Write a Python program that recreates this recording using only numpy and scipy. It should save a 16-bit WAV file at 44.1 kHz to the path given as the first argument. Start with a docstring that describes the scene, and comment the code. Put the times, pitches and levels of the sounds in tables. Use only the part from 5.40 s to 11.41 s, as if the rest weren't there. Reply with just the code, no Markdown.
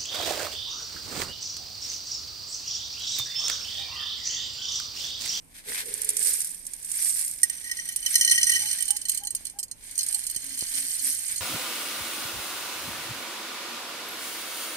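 """A rustle of dry mixed seed sliding in a scoop comes first, then a pour into a clay dish just right
of a two-microphone phone. Seeds rustle by colliding with each other; single kernels tick and excite
the modes of the clay, which dulls as seed covers it. A far dog yaps, a pigeon coos low, the phone
is bumped, and a quiet yard hums behind."""
import sys
import numpy as np
from scipy import signal
from scipy.fft import rfft, irfft
from scipy.io import wavfile
from scipy.ndimage import uniform_filter1d

SR = 44100
rng = np.random.default_rng(int(sys.argv[2]) if len(sys.argv) > 2 else 0)


def to_wav(sig):
    """Store sig (one row per channel, or 1-D mono) as 16-bit WAV at the path in sys.argv[1].

    Samples outside -1..1 are clipped; the rate is SR.
    """
    pcm = np.clip(np.atleast_2d(sig), -1, 1) * 32767
    pcm = np.round(pcm).astype(np.int16)
    wavfile.write(sys.argv[1], SR, pcm.T)  # frames by channels


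N = 264929
T = np.arange(N) / SR

# Slides of seed as the scoop digs, tips or shakes:
# (end of swell [s], hold [s], rise [dB/s], fall [dB/s], fine level [dB], coarse above fine [dB])
SLIDES = [(0.166, 0.028, 283, 400, -54, 6), (0.291, 0.084, 463, 400, -36.5, -0.5),
          (0.362, 0.047, 207, 400, -47.5, 13.5), (0.47, 0.24, 302, 96, -39.5, -4.5),
          (0.827, 0.057, 210, 64, -24.5, -13.5), (1.31, 0.043, 157, 77, -47, -8.5),
          (1.578, 0.057, 96, 117, -29, -14), (1.673, 0.032, 114, 199, -26, -24),
          (1.776, 0.047, 129, 80, -29.5, -15), (2.092, 0.43, 75, 103, -43.5, -6),
          (2.712, 0.072, 125, 104, -30.5, -11), (2.93, 0.39, 61, 43, -33, -8.5),
          (3.74, 0.012, 207, 252, -36.5, -11), (3.968, 0.14, 150, 300, -49.5, -7),
          (4.447, 0.033, 225, 59, -47, -2.5), (4.617, 0.17, 156, 64, -37, -10),
          (5.017, 0.16, 57, 40, -44.5, -4), (5.192, 0.025, 67, 42, -37.5, -11.5),
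          (5.36, 0.03, 128, 73, -30, -9.5), (5.514, 0.039, 120, 138, -31.5, -15),
          (5.654, 0.029, 206, 106, -25, -14), (5.886, 0.039, 68, 76, -33, -10.5)]
# Spectra of fine seed, coarse kernels and a contact's snap: (frequency [Hz], relative level [dB])
FINE_SPECTRUM = [(1000, -42.5), (2500, -15), (3300, -11), (4200, -7), (6000, 0.5), (7200, 0), (8500, 0),
                 (9700, 5), (12000, -3.5), (14500, -14)]
COARSE_SPECTRUM = [(500, -16.5), (900, -10.5), (1250, -12.5), (1600, -0.5), (2200, 2.5), (2800, -6),
                   (3400, -0.5), (5000, -3), (9000, -11.5)]
SNAP_SPECTRUM = [(1500, -20), (2500, -8), (4000, -2), (7000, 3), (8700, -2), (11000, 4), (14500, 4)]
# Ticks in the scoop: (time [s], relative level [dB], left minus right [dB])
SCOOP_TICKS = [(.3481, -30, 13), (.4566, -31, -11), (.5389, -18.5, -13), (.5781, -25.5, -5),
               (.6167, -13.5, -6.5), (.6459, -15, -2), (.6902, -8, -7), (.7023, -16, 3), (.7565, -34, -1),
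               (.7676, -10.5, -8), (.827, -18, -13), (.87, -18, -18), (.9366, -20, -15), (1.0037, -14, -5),
               (1.0156, -15, -3), (1.045, -16.5, -1), (1.0708, -20, -3), (1.1065, -27, -8),
               (1.1457, -26.5, -7), (1.2518, -31, -7), (1.2664, -19, -4), (1.3343, -22, -8),
               (1.4274, -30, -14), (1.4474, -22, -2), (1.5159, -19.5, -14.5), (1.6931, -14.5, -4),
               (1.7247, -28, -12), (1.7923, -16, -11), (1.8109, -15.5, -2), (1.8784, -19, 6),
               (1.9114, -20, 1), (1.9357, -25.5, -11), (2.0165, -26, -3)]
# Kernels striking the clay: (time [s], relative level [dB], ring of each of four mode families
# from low to high against that level [dB], left minus right [dB])
KERNEL_IMPACTS = [(2.0317, -9.5, -5.5, -30.5, -11.5, -10.5, -5.5),
                  (2.0975, -17.5, -14, -23, -13.5, -20, -10), (2.243, -24.5, -9, -40, -20, -27, -5),
                  (2.263, -40, 7.5, -40, -8, -28, 1), (2.2945, -32.5, 4, -9, -4, -25, -2),
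                  (2.3131, -19.5, -1, -20, -5.5, -17.5, -10), (2.3695, -26, -12, -20, -7, -15, -10),
                  (2.3876, -32.5, 9, -11, -15, -29, -2), (2.3973, -30, -40, -15, -0.5, -33, -10),
                  (2.454, -27, -15, -28, -21, -16, -5), (2.4882, -17, -13, -19, -16.5, -21, -1),
                  (2.5228, -24.5, -26, -18.5, -21, -19, -5), (2.561, -11.5, -44, -41, -30, -17, -4),
                  (2.6028, -30, -28, -33, -25, -19, -9), (2.627, -29, -16, -15, -7, -14, 1),
                  (2.6615, -10.5, -18, -17, -8.5, -23, -5), (2.742, -20.5, -23, -10, 0, -11, -1),
                  (2.7546, -6, -12, -19, -6.5, -17.5, 1), (2.8105, -8.5, -12, -10.5, -7, -22, -2),
                  (2.839, -26, -3.5, -8, -5, -21, -4), (2.847, -15.5, -39, -16, -1, -13.5, -3),
                  (2.8759, -13, -5.5, -10.5, -3, -28, -8), (2.8957, -11, -44, -38, -10, -23, -3),
                  (2.912, -10, -6.5, -16, -6, -15, -5), (2.9194, -7, -14, -14.5, -11, -27, -3),
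                  (2.948, -19, -8, -9, -8, -13, -1), (2.977, -18.5, 0.5, -4.5, -5.5, -29, 1),
                  (3.0125, -20, -16, -3.5, -4, -13, -7), (3.0305, -10.0, -30, -18, -4, -18, -12),
                  (3.0684, -16.5, -6, -25, -6, -22, -11), (3.093, -17.5, -3, -40, -6, -20, -12),
                  (3.101, -16.5, -6, -33, -40, -18, -13), (3.121, -14, -8.5, -15, -11, -26, -10),
                  (3.1622, -17.5, -2.5, -15, -22, -33, -2), (3.3286, -17, -29, -17, -18, -23, -14),
                  (3.3855, -23.5, -14, -20, -12, -14, -12), (3.405, -20, -18, -12, -16, -14, -8),
                  (3.4244, -10.5, -28, -28, -40, -40, -8.5), (3.4536, -22, -40, -32, -35, -31, -10),
                  (3.4803, -17.5, -30.5, -23, -20.5, -18, -10), (3.4845, -26, -26, -9, -12, -40, -8),
                  (3.506, -9.5, -37, -28.5, -25, -18.5, -15), (3.5336, -33, -29, -40, -25, -22, -6),
                  (3.5628, -29, -9, -17, -5, -15, -8), (3.5668, -16.5, -40, -40, -20, -32, -11),
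                  (3.6143, -28.5, -29, -12, -7.5, -13, -8), (3.653, -23.5, -17.5, -15, -9.5, -16.5, -3),
                  (3.685, -20.5, -24.5, -24, -10, -13, -11), (3.695, -6.5, -36, -32, -24, -25.5, 0),
                  (3.7166, -21.5, -36, -20, -9, -13, -9), (3.7463, -17.5, -48, -36, -17.5, -22, -7),
                  (3.7741, -17.5, -30, -22, -15, -14.5, -9), (3.7987, -42, -18, -13, -2, -15, -3),
                  (3.836, -23, -26, -19, -24, -32, -2), (3.849, -30, -40, -38, -10, -11, -6),
                  (3.8708, -19.5, -40, -15, -25, -29, -7), (3.8705, -25.5, -18, -20, -3, -20, -3),
                  (3.9056, -24, -26, -28, -15, -13, -7), (3.9494, -13.5, -42, -39, -22, -20, 1),
                  (3.964, -28, -38, -24, -8, -25, -7), (4.0525, -18, -44, -30, -27, -38, -8),
                  (4.067, -30, -36, -21, -5, -11, -1), (4.097, -32.5, -33, -21, -11, -13, -6),
                  (4.1875, -23.5, -36, -21, -10.5, -10, -2), (4.1981, -21, -35, -29, -18, -19, -3),
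                  (4.2289, -26.5, -54, -23, -7, -16, -6), (4.2343, -22.5, -33, -29, -24, -16.5, 6),
                  (4.281, -43, -40, -31, -7, -19, -2), (4.3127, -25, -27, -30, -10.5, -16.5, -7),
                  (4.511, -26.5, -36, -36, -19, -19, 7), (4.5548, -28, -34, -28, -11.5, -19, 3),
                  (4.578, -16.5, -26, -27, -18, -13, -6), (4.59, -13, -31, -22, -10, -20, 1),
                  (4.608, -19.5, -44, -35, -7, -18, -3), (4.6302, -22.5, -40, -21, -10, -10, 0),
                  (4.6636, -20.5, -38, -31, -18, -15, -6), (4.6846, -21, -44, -33, -13, -12.5, -1),
                  (4.7083, -25, -36, -27, -21, -14, 1), (4.7248, -22, -38, -25, -15, -13, 2),
                  (4.7452, -13, -39, -25, -16.5, -16.5, -5), (4.7913, -20, -30, -36, -40, -40, -4),
                  (4.8375, -25.0, -42, -28, -13, -16, -4), (4.8669, -17.5, -34, -29, -16, -14.5, -6),
                  (4.898, -18, -38, -27, -20, -24, -6), (4.911, -21, -34, -33, -22, -18, 5),
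                  (4.9465, -29.5, -33, -29, -7, -12, -1), (4.9613, -20.5, -25, -17, -10.5, -14, -1),
                  (5.043, -23, -35, -40, -26, -28, 3), (5.065, -26, -31, -32, -22, -21, -9),
                  (5.164, -36, -25, -25, -11, -24, -8), (5.175, -22, -35, -40, -20, -23, -3),
                  (5.1911, -21.5, -29, -20, -18, -21, 10), (5.2072, -19.5, -32, -29, -12.5, -18, -8),
                  (5.3813, -28, -32, -25, -15, -29, 4), (5.4946, -30, -32, -12, -14, -19, 2),
                  (5.553, -19, -37, -40, -40, -40, 3), (5.5997, -26, -34, -22, -13, -26, 9),
                  (5.616, -27, -29, -40, -40, -16, 1), (5.7253, -20, -32, -38, -24, -19, -12),
                  (5.749, -21, -22, -25, -23, -27, -14), (5.7687, -26, -42, -36, -16, -36, -11),
                  (5.8644, -25.5, -34, -24, -17, -18, -10), (5.965, -24, -27, -39, -42, -15, 0)]
# Natural frequencies of the dish: (frequency [Hz])
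MODE_HZ = [1908, 3025, 3110, 4170, 4390, 4910, 5280, 5880, 5955, 6220, 6550, 6995, 7660, 8430, 8580, 8720,
           9150, 9900, 10250, 10470, 10600, 12000, 12410, 13600, 14100]
# The same modes: (T60 [s], excitation when bare [dB], when heaped [dB], left minus right [dB])
DISH_MODES = [(0.043, -4, -35, 1.5), (0.072, -10, -13.5, -5), (0.026, -11.5, -10, -8),
              (0.072, -14.5, -17, -11), (0.036, -10, -9.5, 10), (0.063, -20, -12.5, 3),
              (0.08, -11.5, -19, 6.5), (0.03, -8, -14, 14), (0.029, 0, -17, 0), (0.084, -18, -20, 14.5),
              (0.065, -13, -11.5, -5), (0.035, -22, -11.5, -7), (0.061, -21, -23.5, -6),
              (0.054, -24, -22, -5), (0.054, -23.5, -23, -9), (0.045, -15, -25, -9), (0.02, -45, -40, -4),
              (0.018, -25, -45, 20), (0.025, -16, -22, 5), (0.046, -19.5, -44, 1), (0.062, -24, -27, -24),
              (0.065, -58, -27.5, -13), (0.063, -22.5, -34, -20), (0.03, -41, -31, -6),
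              (0.023, -21, -47, 17)]
# Drive of the stream on the clay: (time [s], level [dB])
CLAY_DRIVE = [(2.0, -65), (2.1, -51), (2.72, -45.5), (2.8, -33), (3.15, -29), (3.45, -43.5), (3.92, -55),
              (4.3, -76), (4.5, -52), (4.75, -49), (5.25, -40.5), (6.0, -43)]
# Hum of the air in the scoop: (time [s], level [dB])
CAVITY_HUM = [(.25, -62), (.302, -42.5), (.364, -66), (.474, -47), (.58, -55.5), (.92, -53.5), (1.1, -78)]
# Knocks of the digging scoop, and bumps on the phone: (time [s], level [dB], frequency [Hz])
SCOOP_KNOCKS = [(.292, -49, 445), (.321, -27, 1900), (.367, -28, 2500)]
PHONE_BUMPS = [(3.943, -26.5, 169), (4.009, -31, 400), (4.964, -24, 177), (5.225, -17.5, 227)]
# Calls of the dog and the pigeon: (start [s], duration [s], pitch [Hz], level [dB])
DOG_YAPS = [(3.2, 0.092, 840, -54.5), (3.49, 0.076, 820, -49.5), (3.79, 0.1, 813, -54),
            (4.135, 0.078, 807, -53.5), (4.73, 0.078, 820, -61)]
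PIGEON_COOS = [(5.03, .16, 272.5, -57.5), (5.29, 0.19, 268, -56.5), (5.61, 0.145, 267.3, -56)]
# Spectra of the yard's hum and the air's hiss: (frequency [Hz], relative level [dB])
YARD_SPECTRUM = [(12, -33), (20, 14), (70, -16), (103, -9.5), (133, -25.5), (155, -11), (216, -20),
                 (256, -13), (340, -21.5), (370, -22), (517, -24), (1100, -25), (1430, -84), (2420, -120)]
AIR_SPECTRUM = [(600, -16), (1100, -2), (2300, 5.5), (3300, -2.5), (14500, -7)]
# Resonances of the left, then the right microphone port: (frequency [Hz], bandwidth [Hz], boost [dB])
PORT_RESONANCES = [
    [(10700, 900, 11), (12600, 2600, 6)],
    [(8700, 700, 17)],
]

FAMILY_EDGES_HZ = (2500, 3500, 7300)
FAMILY_DB = (2.46, 4.55, 2.13, 0.37)  # added loudness of each mode family's ring when a kernel strikes
HEAPING_S = (3.15, 3.7)  # the heap grows over the clay between these times
NOISE_LAG_S, DISH_LAG_S = 0.000417, 0.00036  # sound reaches the left port later


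def seed_stream():
    """Granular noise: many collisions merge, fine seed as a crackle, coarse kernels lower and sparser."""
    fine, coarse = slide_envelopes()
    hiss = noise(FINE_SPECTRUM, coherence=0.012)
    shared = patter(per_second=4500, spread_db=2.5, t60=.008)
    grains = 0
    for band_hz in ((800, 3500), (3500, 6500), (6500, 10000), (10000, 16000)):
        band = signal.sosfilt(signal.butter(2, band_hz, "band", fs=SR, output="sos"), hiss)
        own = patter(per_second=1600, spread_db=2.6, t60=.012)
        grains = grains + band * (shared + own) / 2
    knocks = patter(per_second=1400, spread_db=2.2, t60=.028) * noise(COARSE_SPECTRUM, coherence=0.25)
    return fine * pan(-3)[:, None] * grains + coarse * pan(1)[:, None] * knocks


def slide_envelopes():
    """Incoherent sources add in power: fine and coarse gains of slides that swell, hold and fade."""
    full, hold, rise, fall, db, coarse_db = np.transpose(SLIDES)[:, :, None]
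    t = T[::64]
    power = undb(2 * (db - rise * np.maximum(full - t, 0) - fall * np.maximum(t - full - hold, 0)))
    fine = power.sum(axis=0) + undb(-63.5) ** 2  # seed never lies quite still
    coarse = (power * undb(2 * coarse_db)).sum(axis=0)
    return np.sqrt(np.interp(T, t, fine)), np.sqrt(np.interp(T, t, coarse))


def patter(per_second, spread_db, t60):
    """Shot noise: the envelope of seeds landing at random, a few much harder than most."""
    count = int(per_second * N / SR)
    hits = impulses(rng.random(count) * N / SR, undb(spread_db * rng.exponential(size=count)))
    return unit_rms(resonate(hits, t60).real)


def contacts(rows, t60, crack_db, snap_db):
    """A brief impact is broadband: a bright snap, a dry crack and a faint rattling tail."""
    crack, snap = np.zeros((2, 2, N))
    t = T[:SR // 8]
    rattle = undb(-23 - 60 * t / 0.09)
    crack_shape = (1 - np.exp(-t / 0.0013)) * (undb(-60 * t / t60) + rattle)
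    snap_shape = (1 - np.exp(-t / 0.0001)) * undb(-60 * t / 0.0033)
    for start, db, *_, pan_db in rows:
        i = int(start * SR)
        gain = undb(db) * pan(pan_db)[:, None]
        crack[:, i:i + len(t)] += (gain * crack_shape)[:, :N - i]
        snap[:, i:i + len(t)] += (gain * snap_shape)[:, :N - i]
    return (undb(crack_db) * crack * noise(FINE_SPECTRUM, coherence=0.49)
            + undb(snap_db) * snap * noise(SNAP_SPECTRUM, coherence=0.8))


def clay_dish():
    """Modal superposition: every blow lands elsewhere, so it excites the clay's modes in new shares."""
    blow_s, blow_db, *ring_db, _ = np.transpose(KERNEL_IMPACTS)
    drive_db, gate = level_curve(CLAY_DRIVE)
    drop_s = rng.random(1500) * N / SR
    drop_size = undb(2.5 * rng.exponential(size=len(drop_s)))
    drop_index = (drop_s * SR).astype(int)
    families = np.searchsorted(FAMILY_EDGES_HZ, MODE_HZ)
    weights = np.array([undb(np.interp(blow_s, HEAPING_S, mode[1:3])) for mode in DISH_MODES])
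    weights *= undb(3 * rng.standard_normal((len(blow_s), len(DISH_MODES))).T)
    out = np.zeros((2, N))
    for hz, family, weight, mode in zip(MODE_HZ, families, weights, DISH_MODES):
        t60, bare_db, heaped_db, pan_db = mode
        # low modes build up more slowly as the wave spreads, and the stream drives them less
        spread_t60, trim_db = (0.018, -1.5) if hz < 3500 else (0.006, 0)
        polarity, skew = rng.standard_normal((len(blow_s), 2)).T
        share = weight / np.sqrt(np.sum(weights[families == family] ** 2, axis=0))
        blows = undb(blow_db + ring_db[family] + FAMILY_DB[family]) * share * np.sign(polarity)
        cover_db = np.interp(T, HEAPING_S, (bare_db, heaped_db))
        drops = (undb(drive_db + trim_db + cover_db) * gate)[drop_index] * drop_size
        common = impulses(drop_s, drops * rng.standard_normal(len(drops)))
        for side, sign in enumerate((1, -1)):
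            # each port hears the mode's pattern from its own angle
            own = impulses(drop_s, .5 * drops * rng.standard_normal(len(drops)))
            force = impulses(blow_s, blows * undb(2.82 * sign * skew)) + common + own
            build_up = resonate(force, spread_t60, hz) * np.log(1000) / (spread_t60 * SR)
            ring = resonate(build_up, t60, hz).imag
            # the second family shows opposite faces to the two ports
            out[side] += pan(pan_db)[side] * ring * (sign if family == 1 else 1)
    out[0] = np.roll(out[0], int(DISH_LAG_S * SR))
    return signal.sosfilt(signal.butter(4, 1500, "high", fs=SR, output="sos"), out)


def bench_rumble():
    """Forced vibration: the bench under the dish rumbles as the clay is driven."""
    drive_db, gate = level_curve(CLAY_DRIVE)
    rumble = noise([(60, -59), (100, 4), (140, -11), (270, -2), (400, -20.5)], coherence=0.97)
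    return undb(drive_db - 22) * gate * rumble


def scoop_cavity():
    """Cavity resonance: sliding seed drives two close modes of the air in the scoop."""
    db, gate = level_curve(CAVITY_HUM)
    push = noise([(100, 0), (2000, 0)], coherence=0.94)
    hum = resonate(push, t60=0.17, hz=424.6).imag + 1.35 * resonate(push, t60=0.094, hz=472).imag
    return undb(db) * gate * unit_rms(hum)


def thumps(rows, cycles):
    """Damped oscillation: a knocked body rings, falling 60 dB in the given number of cycles."""
    return sum(undb(db) * resonate(impulses(np.array([start]), [1.]), cycles / hz, hz).imag
               for start, db, hz in rows)


def animal_calls(rows, glide, swell_power, overtone_db, flutter_depth):
    """Modulated tones: a fundamental and its octave glide in pitch, swell, flutter and fade."""
    out = 0
    flutter = 1 + flutter_depth * unit_rms(uniform_filter1d(rng.standard_normal(N), size=500))
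    for start, duration, hz, db in rows:
        progress = np.clip((T - start) / duration, 0, 1)
        pitch = hz * (1 + glide * (np.sin(2.05 * progress) - .7))
        phase = 2 * np.pi * np.cumsum(pitch) / SR
        swell = np.abs(np.sin(np.pi * progress)) ** swell_power
        tone = np.sin(phase) + undb(overtone_db) * np.sin(2 * phase)
        out = out + np.sqrt(2) * undb(db) * swell * flutter * tone
    return out


def yard_ambience():
    """Stationary noise: a low, partly coherent hum under a faint, diffuse hiss."""
    hum = undb(-50) * pan(-0.77)[:, None] * noise(YARD_SPECTRUM, coherence=0.45)
    return hum + undb(-65) * noise(AIR_SPECTRUM, coherence=0.028)


def noise(spectrum, coherence):
    """Partly coherent stereo noise of a (frequency [Hz], level [dB]) shape; the shared part lags left."""
    hz, db = np.transpose(spectrum)
    f = np.maximum(np.arange(N // 2 + 1) * SR / N, 1)
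    shared, left, right = rfft(rng.standard_normal((3, N)))
    delay = np.exp(-2j * np.pi * f * NOISE_LAG_S)
    coherent = np.sqrt(coherence) * np.array([shared * delay, shared])
    diffuse = np.sqrt(1 - coherence) * np.array([left, right])
    gain = undb(np.interp(np.log(f), np.log(hz), db))
    return unit_rms(irfft((coherent + diffuse) * gain, N))


def resonate(x, t60, hz=0):
    """One-pole response: an exponential decay, or a mode ringing at hz."""
    return signal.lfilter([1], [1, -np.exp((2j * np.pi * hz - np.log(1000) / t60) / SR)], x)


def impulses(times, sizes):
    """Impulse train with the given times [s] and sizes."""
    return np.bincount(np.clip((times * SR).astype(int), 0, N - 1), sizes, N)


def level_curve(rows):
    """Interpolated level [dB], and a smooth gate that closes outside the table's span."""
    times, db = np.transpose(rows)
    inside = (T > times[0]) & (T < times[-1])
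    return np.interp(T, times, db), uniform_filter1d(1. * inside, size=400)


def pan(db):
    """Left and right gains for a level difference."""
    return undb(np.array([db, -db]) / 2)


def unit_rms(x):
    """Normalisation to unit mean power."""
    return x / np.sqrt(np.mean(x ** 2))


def undb(db):
    """Amplitude ratio of a level in decibels."""
    return 10 ** (np.asarray(db) / 20)


def scene():
    """Linear superposition of seed, dish, scoop, bumps, animals and yard at the two microphones."""
    ticks = contacts(SCOOP_TICKS, t60=0.027, crack_db=-10.5, snap_db=-6.5)
    kernels = contacts(KERNEL_IMPACTS, t60=0.032, crack_db=-14, snap_db=-3)
    knocks = thumps(SCOOP_KNOCKS, cycles=27) + thumps(PHONE_BUMPS, cycles=0.7)
    yard = yard_ambience()
    dog = animal_calls(DOG_YAPS, glide=0.05, swell_power=0.84, overtone_db=-14.5, flutter_depth=0.45)
    pigeon = animal_calls(PIGEON_COOS, glide=-0.013, swell_power=0.4, overtone_db=-18, flutter_depth=0.46)
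    pour = seed_stream() + ticks + kernels + clay_dish() + bench_rumble() + scoop_cavity()
    return pour + knocks + dog + pigeon + yard


def record(dry):
    """Port resonances colour the treble; band limits cut deep bass and top; saturation rounds peaks."""
    ports = []
    for x, resonances in zip(dry, PORT_RESONANCES):
        for hz, width, db in resonances:
            x = x + (undb(db) - 1) * signal.lfilter(*signal.iirpeak(hz, hz / width, SR), x)
        ports.append(x)
    ports = signal.sosfilt(signal.butter(3, 41, "high", fs=SR, output="sos"), ports)
    return signal.sosfilt(signal.ellip(10, .2, 60, 14250, fs=SR, output="sos"), np.tanh(ports))


dry = scene()
out = record(dry)
to_wav(out)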